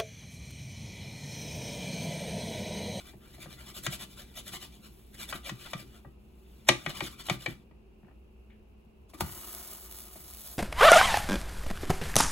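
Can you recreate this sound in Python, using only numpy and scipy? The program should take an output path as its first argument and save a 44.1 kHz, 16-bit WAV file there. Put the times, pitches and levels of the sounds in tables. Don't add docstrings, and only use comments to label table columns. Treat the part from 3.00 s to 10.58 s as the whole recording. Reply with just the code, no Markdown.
import sys
import numpy as np
from scipy import signal
from scipy.fft import rfft, irfft
from scipy.io import wavfile
from scipy.ndimage import uniform_filter1d

SR = 44100
rng = np.random.default_rng(int(sys.argv[2]) if len(sys.argv) > 2 else 0)


def int16_out(signal):
    q = np.round(np.clip(np.atleast_2d(signal).T, -1, 1) * 32767)
    wavfile.write(sys.argv[1], SR, q.astype(np.int16))


N = 334278
TIME = np.arange(N) / SR
LANDING_S, KITCHEN_T60_S, CUTOFF_HZ = 6.208, 0.23, 15900
DRAG_TREBLE_DB = -0.5
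RATTLE_FOLLOWS = 0.77
ROCKING_FOLLOWS = 0.27
ROCKING_LAG_S = 0.027

# [f/Hz, relative density/dB]
BURNER = [(22, -15.5), (40, -2.5), (65, 2.5), (95, -8.5), (150, -13), (215, -8.5), (280, -18), (380, -10.5),
          (550, -21.5), (850, -24), (1900, -39), (2750, -26.5), (3200, -40), (16000, -61.5)]
# [f/Hz, correlation]
LIKENESS = [(60, 1), (130, 0.67), (290, 0.67), (640, 0), (1400, 0), (16000, 0.048)]
# [f/Hz, mean rms level/dB]
HUM = [(59.4, -59.5), (215.3, -69), (376.8, -73.5)]
# [t/s, time above half power/s, relative level/dB,
# extra body/dB, extra treble/dB]
STROKES = [(.008, 0.018, -54, 4, 2.5), (0.087, 0.039, -54, 2.5, 1.5), (.25, 0.05, -67, 12, 5),
           (.35, 0.02, -55, 2, 1.5), (0.428, 0.029, -47, 0, 0), (0.526, 0.034, -49.5, -0.5, -1),
           (0.609, 0.04, -55, 7, 2.5), (0.688, 0.039, -49, 1.5, 1), (0.774, 0.03, -43, -0.5, 3),
           (0.853, 0.025, -44, 1.5, 7.5), (.935, 0.031, -40, -0.5, 3), (1.021, 0.03, -42, 0.5, 1.5),
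           (1.125, 0.041, -56.5, -4, 2.5), (1.2, 0.035, -49, 1.5, 2), (1.384, 0.029, -43.5, 0, 3),
           (1.482, 0.027, -44, -1.5, 2), (1.548, 0.028, -40.5, 0.5, 1.5), (1.634, 0.035, -43.5, -2, -1),
           (1.746, 0.042, -57.5, -2, 0), (1.859, 0.028, -51.5, 0.5, 0.5), (2.152, 0.02, -55, 3, 3),
           (2.217, 0.036, -41.5, 1, 2.5), (2.302, 0.023, -44.5, 2.5, 4.5), (2.357, 0.026, -48, 10, 5),
           (2.475, 0.033, -40.5, 0, -2), (2.625, 0.039, -49, -1, -1), (2.665, 0.017, -53.5, 12.5, 1),
           (2.712, 0.021, -50.5, -7, 1), (2.801, 0.03, -49, 2, 1.5), (2.957, 0.053, -64, 8, 4.5),
           (3.901, 0.021, -40.5, 3.5, -3.5), (3.977, 0.039, -42.5, 2, -1),
           (4.054, 0.037, -38.5, -1.5, -1.5), (4.125, 0.031, -58.5, 7.5, 7),
           (4.206, 0.022, -43.5, -2, -2.5), (4.27, 0.033, -45, -4, -0.5), (4.333, 0.03, -46.5, 6, 3.5),
           (4.427, 0.035, -49, -1, 0.5), (4.5, 0.037, -53.5, 8.5, 2)]
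# [t/s, relative level/dB]
DRAG = [(0.05, -62), (0.19, -84), (0.3, -61.5), (0.9, -72.5), (1.28, -62.5), (1.7, -67.5), (2.04, -70.5),
        (2.25, -71), (2.7, -54), (2.9, -67.5), (3.15, -82.5), (3.66, -66.5), (3.74, -56), (3.82, -53),
        (4.16, -63.5), (4.52, -64), (4.64, -76)]
# [f/Hz, relative density/dB]
RUB = [(150, 0), (400, -5.5), (560, 3.5), (730, 4), (1000, -4), (1450, 3), (1750, -0.5), (2050, 0),
       (2450, -1), (3200, 6), (4200, 3), (5000, 2), (6500, -2.5), (8200, 0.5), (10000, 1), (12500, -1.5),
       (15500, -5.5)]
# [t/s, blow level/dB, extra ring of the metal/dB,
# treble slope/dB per octave, pitch the struck spot favours f/Hz, its ring level/dB, blade note f/Hz,
# grate thud level/dB, thud pitch f/Hz, thud delay/s]
KNOCKS = [(0.1328, -53.5, -4, -23, 780, -72, 710, -54.5, 210, 0.0032),
          (0.38, -57, 4, -26, 750, -66, 700, -56.5, 158, 0.0036),
          (0.4567, -51.5, 10, -21, 557, -54, 570, -48.5, 151, 0.0045),
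          (0.865, -40.5, 9, 3.5, 1530, -30.5, 665, -37.5, 136, 0.0062),
          (2.3256, -40.5, 16, -3, 1200, -32, 585, -46, 189, 0.016),
          (2.4935, -45, 11.5, 1, 1320, -40.5, 770, -42.5, 203, 0.017),
          (2.733, -41.5, 6, 0, 1240, -35, 680, -41, 165.4, .014),
          (3.047, -51.5, 7.5, -27, 1220, -57, 792, -51, 138, 0.0093),
          (3.6864, -36, 6, 7, 2400, -36, 910, -64, 135, 0.0025),
          (3.6878, -19.5, 7.5, -0.5, 1930, -23.5, 842, -33, 140, 0.0017),
          (3.8618, -34.5, 9, -3.5, 1970, -34.5, 560, -39.5, 157, 0.0078),
          (4.005, -35, 8, -2.5, 795, -38.5, 788, -42.5, 168, 0.0093),
          (4.285, -42.5, 9, -5, 2970, -38, 770, -44.5, 202, 0.0072),
          (4.297, -31, 2, -0.5, 1345, -31, 750, -33.5, 166, 0.00894),
          (4.4604, -34.5, 5, -3.5, 2260, -31.5, 556, -41, 155, .018),
          (4.71, -63.5, 0.5, -12, 1194, -64, 950, -61, 203.5, 0.0043),
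          (5.0292, -66, 0, -17.5, 1408, -75, 744, -57.5, 207.3, 0.0032),
          (5.045, -65, 1, -15, 1200, -74, 600, -62, 240, 0.0037),
          (5.068, -66, 3.5, -19, 1200, -71, 800, -68, 200, 0.0047),
          (5.0818, -63, 8, -18, 1614, -72, 757, -66, 199, 0.0034),
          (5.108, -63, 3, -24, 1300, -69, 595, -70, 200, 0.0044),
          (6.1343, -51.5, -3, -14, 806, -55, 645, -60, 181, 0.0035),
          (6.146, -56.5, 3, -7, 1200, -50, 733, -61, 180, 0.0045),
          (7.156, -54, 3, -17, 1200, -64, 635, -57, 200, .004)]
# [f/Hz, relative level/dB, t60/s]
PAN_MODES = [(471, -8.5, 0.1), (538, -4.5, 0.2), (582, -8, 0.2), (667, -8.5, 0.14), (773, -5, 0.07),
             (843, -3, 0.1), (1184, 5.5, 0.23), (1273, -4.5, 0.48), (1382, 1, 0.08), (1578, -7, .07),
             (1630, -3, 0.08), (1931, 3.5, 0.18), (2083, 0, 0.041), (2265, 0.5, 0.059), (2371, 4, .13),
             (2487, -0.5, 0.15), (3023, -0.5, 0.086), (3330, -2, 0.098), (3660, -3, 0.13),
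             (3810, -6.5, .05), (4200, -4.5, 0.12), (4600, -10, 0.1), (5740, -12.5, 0.07),
             (6400, -9.5, 0.06), (6800, -12, .05), (7360, -10, 0.055), (7980, -4.5, 0.029),
             (9600, -11.5, .04), (10460, -11.5, 0.05)]
# [f/Hz, relative level/dB, t60/s]
STOVE_MODES = [(67.45, -5, 0.17), (115.7, -8.5, 0.19), (128.5, -2.5, 0.29), (156.4, -2, 0.1),
               (189, 0, 0.13), (215, 0, 0.1), (251, -2, 0.08), (301.2, 0, 0.055), (345, -3.5, 0.096),
               (412, -6, 0.045)]
# [f/Hz, relative density/dB]
CRACK = [(200, -18.5), (420, -5.5), (560, 1.5), (820, 3.5), (1000, -7.5), (1300, -3), (1800, 0.5),
         (2300, -2), (3200, -3.5), (4400, -5.5), (5700, -3), (7500, -5), (11500, -10), (16000, -25)]
REGISTERS = [440, 1000, 1800, 2800, 4800, 16000]
GRATE_REGISTERS = [50, 235, 440]
# [t/s, level/dB]
PEELING = [(5.492, -95), (5.503, -65), (5.515, -68.5), (5.535, -74), (5.6, -87.5)]
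# [t/s, relative level/dB]
SLIDING = [(6.07, -98.5), (6.1, -57.5), (6.125, -77), (6.145, -49.5), (6.165, -64), (6.19, -53),
           (6.21, -92)]
# [f/Hz, relative density/dB]
SLAP = [(60, 7), (150, -4), (310, 12), (450, -8), (850, 2), (1300, 0), (2200, -10), (4000, -2.5),
        (7000, -5), (11000, -2), (16000, -7.5)]
# [t/s, relative sizzle level/dB]
FRYING = [(6.219, -49.5), (6.29, -50), (6.36, -45.5), (6.74, -47.5), (6.79, -50.5), (6.98, -50),
          (7.04, -53.5), (7.28, -52), (7.34, -52.5), (7.41, -52.5), (7.46, -45.5), (7.58, -51.5)]
# [f/Hz, relative density/dB]
SIZZLE = [(200, -7), (450, -7), (700, 3), (950, -6), (1250, -1), (1900, -7), (2400, -6.5), (4400, 0.5),
          (7200, 0.5), (8300, 4.5), (12000, 7.5), (16000, 5.5)]
# [f/Hz, relative level/dB, t60/s]
POCKETS = [(352, -1, 0.041), (697, -5.5, 0.028), (886, -2.5, 0.027), (1214, 3.5, 0.024),
           (1450, -1.5, 0.024), (1910, 2.5, 0.008), (2940, -1.5, 0.022)]
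# [t/s, relative peak level/dB]
SPITS = [(6.531, -28), (6.5495, -22), (6.6765, -30), (6.7144, -34), (6.7335, -28), (6.759, -31),
         (6.881, -39), (6.9129, -29), (6.9245, -27), (6.9464, -32), (6.9875, -28.5), (7.1374, -34),
         (7.1793, -36), (7.316, -38), (7.3375, -28.5), (7.348, -31), (7.3714, -30.5), (7.396, -34),
         (7.4085, -30), (7.571, -34)]
# [f/Hz, left minus right level/dB, left lead/rad]
PAIR = [(130, 2.5, 0), (380, 0, 0), (680, 6, 0), (1200, 5, .4), (2700, 4, 1.5), (3800, 1.5, .4),
        (4700, 0, 2.6), (5300, 0, 2.8), (6300, -.5, .6), (7200, -.5, 0), (9170, 0, -np.pi),
        (11400, 0, -2 * np.pi), (13700, 0, -3 * np.pi), (15700, 0, -4 * np.pi)]


def from_db(db):
    return 10 ** (np.asarray(db) / 20)


def rms_one(x):
    return x / np.sqrt(np.mean(x ** 2) + 1e-20)


def attack_one(x):
    return x / np.sqrt(np.mean(x[:SR // 50] ** 2) + 1e-20)


def at_hz(points, hz):
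    f, value = np.transpose(points)
    return np.interp(np.log(hz + 1), np.log(f), value)


def bins(x):
    return np.fft.rfftfreq(x.shape[-1], 1 / SR)


def coloured(x, spectrum):
    gain = from_db(at_hz(spectrum, bins(x)))
    return rms_one(irfft(rfft(x) * gain, x.shape[-1]))


def band(x, low_hz, high_hz, order=3):
    edges = [low_hz, min(high_hz, .45 * SR)]
    return signal.sosfilt(signal.butter(order, edges, "band", fs=SR, output="sos"), x)


def low_pass_centred(x, hz):
    return signal.sosfiltfilt(signal.butter(2, hz, fs=SR, output="sos"), x)


def drift(rate):
    knots = rng.standard_normal(int(N / SR * rate) + 2)
    return rms_one(np.interp(TIME * rate, np.arange(len(knots)), knots))


def grains(per_s, spread_db):
    sizes = from_db(spread_db * np.minimum(rng.exponential(1, N), 4.5))
    signs = rng.choice([-1, 1], N)
    return rms_one(sizes * signs * (rng.random(N) < per_s / SR))


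def dying(t, t60):
    return np.exp(-np.log(1000) * t / t60)


def resonate(x, modes):
    out = 0
    for k, (hz, db, t60) in enumerate(modes):
        r = np.exp(-np.log(1000) / (t60 * SR))
        w = 2 * np.pi * hz / SR
        mode = signal.lfilter([0, np.sin(w)], [1, -2 * r * np.cos(w), r * r], x)
        out = out + (-1) ** k * from_db(db) * mode
    return rms_one(out)


def struck(modes, t, scatter_db):
    hz, db, t60 = np.transpose(modes)[:, :, None]
    strength = from_db(db + scatter_db * rng.standard_normal(db.shape)) * rng.choice([-1, 1], db.shape)
    loaded_hz = hz * (1 + .008 * rng.standard_normal(hz.shape))
    return np.sum(strength * np.sin(2 * np.pi * loaded_hz * t) * dying(t, t60), axis=0)


def favouring(modes, spot_hz, octaves):
    hz, db, t60 = np.transpose(modes)
    distance = np.log2(hz / spot_hz) / octaves
    return np.transpose([hz, db - 20 * np.log10(1 + distance ** 2), t60])


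def burst(t, t60, smooth_hz=130):
    spectrum = rfft(rng.standard_normal(len(t)) * dying(t, t60))
    power = uniform_filter1d(np.abs(spectrum) ** 2, int(smooth_hz * len(t) / SR))
    even = irfft(spectrum / np.sqrt(power), len(t))
    spray = coloured(even, CRACK) * (t < 2 * t60)
    return rms_one(spray) * np.sqrt(np.mean(dying(t, t60) ** 2))


def add(track, s, sound):
    at = int(s * SR)
    track[at:at + len(sound)] += sound[:N - at]


def background(burner_db=-56.5, waver_db=2.0):
    mid, side = rfft(rng.standard_normal((2, N)))
    alike = np.clip(at_hz(LIKENESS, bins(TIME)), -1, 1)
    air = irfft(np.sqrt(1 + alike) * mid + np.sqrt(1 - alike) * side * [[1], [-1]], N)
    hum = 0
    for hz, db in HUM:
        level = np.sqrt(2) * from_db(db + waver_db * drift(4.1))
        hum = hum + level * np.sin(2 * np.pi * hz * TIME + 0.2 * drift(3.3))
    return from_db(burner_db + 0.18 * drift(19)) * coloured(air, BURNER) + hum


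def sizzle(level_db=1.77, cooked_db=-74.0, flutter_db=1.6, surge_db=0.8, crackle_db=-3.5,
           boil_db=-54.5, boil_t60=4.6):
    s, db = np.transpose(FRYING)
    wet = from_db(np.interp(TIME, s, db, left=-120) + level_db)
    cooked_gain = np.interp(TIME, [0, 2.6, 3.15, 3.55, 4.5, 4.8], [2.4, 2.7, 0.53, 1.5, 0.56, 0.41])
    cooked = from_db(cooked_db) * cooked_gain
    unsteady = from_db(flutter_db * drift(60) + surge_db * drift(17))
    bubbles = grains(per_s=17000, spread_db=2.0)
    crackle = from_db(crackle_db) * grains(per_s=380, spread_db=1.0)
    hiss = (wet + cooked) * unsteady * coloured(bubbles + crackle, SIZZLE)
    boil = resonate(grains(per_s=650, spread_db=3.5), POCKETS)
    calming = (TIME > LANDING_S) * dying(np.abs(TIME - LANDING_S), boil_t60)
    return hiss + from_db(boil_db) * boil * calming


def rubbing_power():
    drag = from_db(np.interp(TIME, *np.transpose(DRAG), right=-120)) ** 2
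    powers = np.array([drag, drag, drag * from_db(DRAG_TREBLE_DB) ** 2])
    for s, length, db, body, treble in STROKES:
        near = np.abs(TIME - s) < 2 * length
        swell = 2 ** -(2 * (TIME[near] - s) / length) ** 2
        powers[:, near] += from_db([[db + body], [db], [db + treble]]) ** 2 * swell
    return powers


def wandering(x, echo_s, swing, echo_gain, rate):
    lag = echo_s * np.exp(swing * drift(rate))
    return rms_one(x + echo_gain * np.interp(TIME - lag, TIME, x))


def scraping(body_power, power, treble_power, ring_db=-9.5, treble_db=-0.5, judder_db=2.0,
             grit_db=-7.5, damped_share=0.54):
    slips = grains(per_s=7000, spread_db=1.0) * from_db(judder_db * drift(420))
    slips = slips + from_db(grit_db) * grains(per_s=640, spread_db=-1.0)
    slips = wandering(slips, echo_s=0.00065, swing=.35, echo_gain=.4, rate=22)
    damped_modes = np.multiply(PAN_MODES, [1, 1, damped_share])
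    ringing = resonate(band(slips, 3100, 22000, order=1), damped_modes)
    rub = coloured(slips, RUB) + from_db(ring_db) * ringing
    rub = wandering(rub, echo_s=0.0014, swing=.5, echo_gain=0.36, rate=7)
    body = low_pass_centred(rub, 2500)
    dull = low_pass_centred(rub, 6000)
    treble = from_db(treble_db) * (rub - dull)
    return body * np.sqrt(body_power) + (dull - body) * np.sqrt(power) + treble * np.sqrt(treble_power)


def rocking(power, level_db=-45.0):
    keep = np.exp(-1 / (ROCKING_LAG_S * SR))
    push = np.sqrt(signal.lfilter([1 - keep], [1, -keep], power))
    shudder = resonate(rng.standard_normal(N), STOVE_MODES)
    return from_db(level_db) * push ** ROCKING_FOLLOWS * shudder


def knocks(crack_db=17.5, crack_t60=0.017, held_db=8.5, held_t60=0.043, free_db=-10.5,
           tail_db=-12.5, tail_t60=0.14, contact_s=0.00048, softening=0.96, spot_db=-7.0,
           blade_db=-9.0, blade_t60=0.035, skid_db=-12.5, skid_t60=0.041):
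    out, t = np.zeros(N), np.arange(SR // 2) / SR
    centre_squares = np.multiply(REGISTERS[2:-1], REGISTERS[3:])
    octaves = np.log2(np.sqrt(centre_squares / (REGISTERS[1] * REGISTERS[2])))
    register_db = [-6.5, -13.0, -0.5, -2.0, -8.0]
    damping = from_db(held_db) * dying(t, held_t60) + from_db(free_db)
    for s, hollow, extra_ring, slope, spot_hz, spot, blade_hz, *_ in KNOCKS:
        ring = hollow + extra_ring
        clack, bite, tick = hollow + slope * octaves
        pan = struck(PAN_MODES, t, scatter_db=1.5) * damping + from_db(tail_db) * burst(t, tail_t60)
        pan = pan * np.interp(ring, [-55, -30], [.25, 1])
        contact = 1 - np.exp(-t / (contact_s * from_db(-softening * slope)))
        blow = (pan + from_db(crack_db) * burst(t, crack_t60)) * contact
        levels = np.add([hollow, ring, clack, bite, tick], register_db)
        for db, low_hz, high_hz in zip(levels, REGISTERS, REGISTERS[1:]):
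            add(out, s, from_db(db) * attack_one(band(blow, low_hz, high_hz)))
        note = np.sin(2 * np.pi * blade_hz * t) * dying(t, blade_t60) * contact
        add(out, s, from_db(hollow + blade_db) * attack_one(note))
        tone = struck(favouring(PAN_MODES, spot_hz, octaves=0.14), t, scatter_db=0.0)
        tone = tone * np.sqrt(damping) * dying(t, t60=0.21) * contact
        add(out, s, from_db(spot + spot_db) * attack_one(tone))
        skid = burst(t, skid_t60)[t < .02][::-1]
        add(out, s - len(skid) / SR + contact_s, from_db(bite + skid_db) * skid)
    return out


def thud(t, hz, rise_s, shudder_db, shudder_t60, swing_t60=0.1):
    modes = favouring(STOVE_MODES, hz, octaves=1.2)
    rise = 1 - np.exp(-t / rise_s)
    swing = rms_one(np.sin(2 * np.pi * hz * t) * dying(t, swing_t60) * rise)
    shudder = resonate(rng.standard_normal(len(t)) * dying(t, shudder_t60), modes)
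    blow = rms_one(struck(modes, t, scatter_db=2.0) * rise * dying(t, t60=0.3))
    return rms_one(blow + swing + from_db(shudder_db) * shudder) * np.sqrt(.05 * SR / len(t))


def grate_knocks(thud_db=0.5, rattle_db=-17.0):
    out, t = np.zeros(N), np.arange(SR // 2) / SR
    for s, blow, *_, low, hz, lag in KNOCKS:
        shake = thud(t, hz, rise_s=0.004, shudder_db=-5.0, shudder_t60=0.2)
        levels = [low + thud_db, RATTLE_FOLLOWS * blow + rattle_db]
        for db, low_hz, high_hz in zip(levels, GRATE_REGISTERS, GRATE_REGISTERS[1:]):
            part = rms_one(band(shake, low_hz, high_hz, order=2))
            add(out, s + lag, from_db(db) * np.std(shake) * part)
    return out


def peeling(low_hz=1400, high_hz=3100):
    level = from_db(np.interp(TIME, *np.transpose(PEELING), left=-140, right=-140))
    return level * rms_one(band(grains(per_s=2500, spread_db=1.5), low_hz, high_hz))


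def landing(slap_db=-26.5, rise_s=0.0029, slap_t60=0.051, smack_db=-35.0, smack_t60=0.013,
            thud_db=-40.5, thud_lag_s=0.00777, ring_db=-40.0, puff_db=-39.5, puff_t60=0.42, slide_db=0.5):
    since, t = TIME - LANDING_S, np.arange(SR // 2) / SR
    spread = np.exp(np.minimum(since, 0) / rise_s) * dying(np.maximum(since, 0), slap_t60)
    slide = from_db(slide_db + np.interp(TIME, *np.transpose(SLIDING), left=-140, right=-140))
    out = (from_db(slap_db) * spread + slide) * coloured(grains(per_s=9100, spread_db=2.0), SLAP)
    smack = band(burst(t, smack_t60), 500, 1630, order=1)
    add(out, LANDING_S, from_db(smack_db) * attack_one(smack))
    shake = thud(t, hz=155.5, rise_s=0.021, shudder_db=-3.0, shudder_t60=0.5)
    add(out, LANDING_S + thud_lag_s, from_db(thud_db) * shake)
    ring = band(struck(PAN_MODES, t, scatter_db=-1.0) * dying(t, t60=0.062), 810, 1170)
    add(out, LANDING_S, from_db(ring_db) * attack_one(ring))
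    puff = rms_one(band(rng.standard_normal(len(t)), 61, 95)) * dying(t, puff_t60)
    add(out, LANDING_S, from_db(puff_db) * puff)
    return out


def spitting(spit_db=8.5, sputter_db=-54.5, sputter_follows=0.63, clump_db=2.0):
    s, db = np.transpose(FRYING)
    vigour = np.interp(TIME, s, db - db.mean())
    level = from_db(sputter_db + sputter_follows * vigour + clump_db * drift(42))
    ticks = level * grains(per_s=120, spread_db=1.2) * (TIME > LANDING_S)
    for s, peak in SPITS:
        add(ticks, s, from_db([peak + spit_db]))
    return np.std(ticks) * coloured(ticks, SIZZLE)


def microphone_pair(x):
    hz, balance, lead = np.transpose(PAIR)
    level = from_db(np.interp(bins(x), hz, balance) / 2)
    half = level * np.exp(.5j * np.interp(bins(x), hz, lead))
    return irfft(rfft(x) * np.array([half, 1 / half]), N)


def scattered(x, tail, low_hz, high_hz):
    tail = tail / np.sqrt(np.sum(tail ** 2, axis=1, keepdims=True))
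    return signal.fftconvolve(x[None], band(tail, low_hz, high_hz, order=1), axes=1)[:, :N]


def stove_top(x, bounce_db=-4.5, bounce_t60=0.07, top_hz=4500, lean_db=1.9):
    t = np.arange(SR // 20) / SR
    scatter = rng.standard_normal((2, len(t))) * dying(t, bounce_t60)
    return from_db(bounce_db + np.array([[lean_db], [-lean_db]])) * scattered(x, scatter, 190, top_hz)


def kitchen(x, room_db=-7.5, wall_hz=6500, gap_s=0.0016):
    t = np.arange(SR // 2) / SR
    onset = np.clip(t / gap_s - 1, 0, 1)
    tail = rng.standard_normal((2, len(t))) * dying(t, KITCHEN_T60_S) * onset
    return from_db(room_db) * scattered(x, tail, 140, wall_hz)


def scene():
    body_power, power, treble_power = rubbing_power()
    pan = sizzle() + scraping(body_power, power, treble_power) + rocking(power)
    pan += knocks() + grate_knocks()
    pan += peeling() + landing() + spitting()
    return background() + microphone_pair(pan) + stove_top(pan) + kitchen(pan)


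def record(dry):
    dry = dry / (1 + (dry / .9) ** 8) ** (1 / 8)
    return signal.sosfilt(signal.ellip(12, .2, 80, CUTOFF_HZ, fs=SR, output="sos"), dry)


dry = scene()
out = record(dry)
int16_out(out)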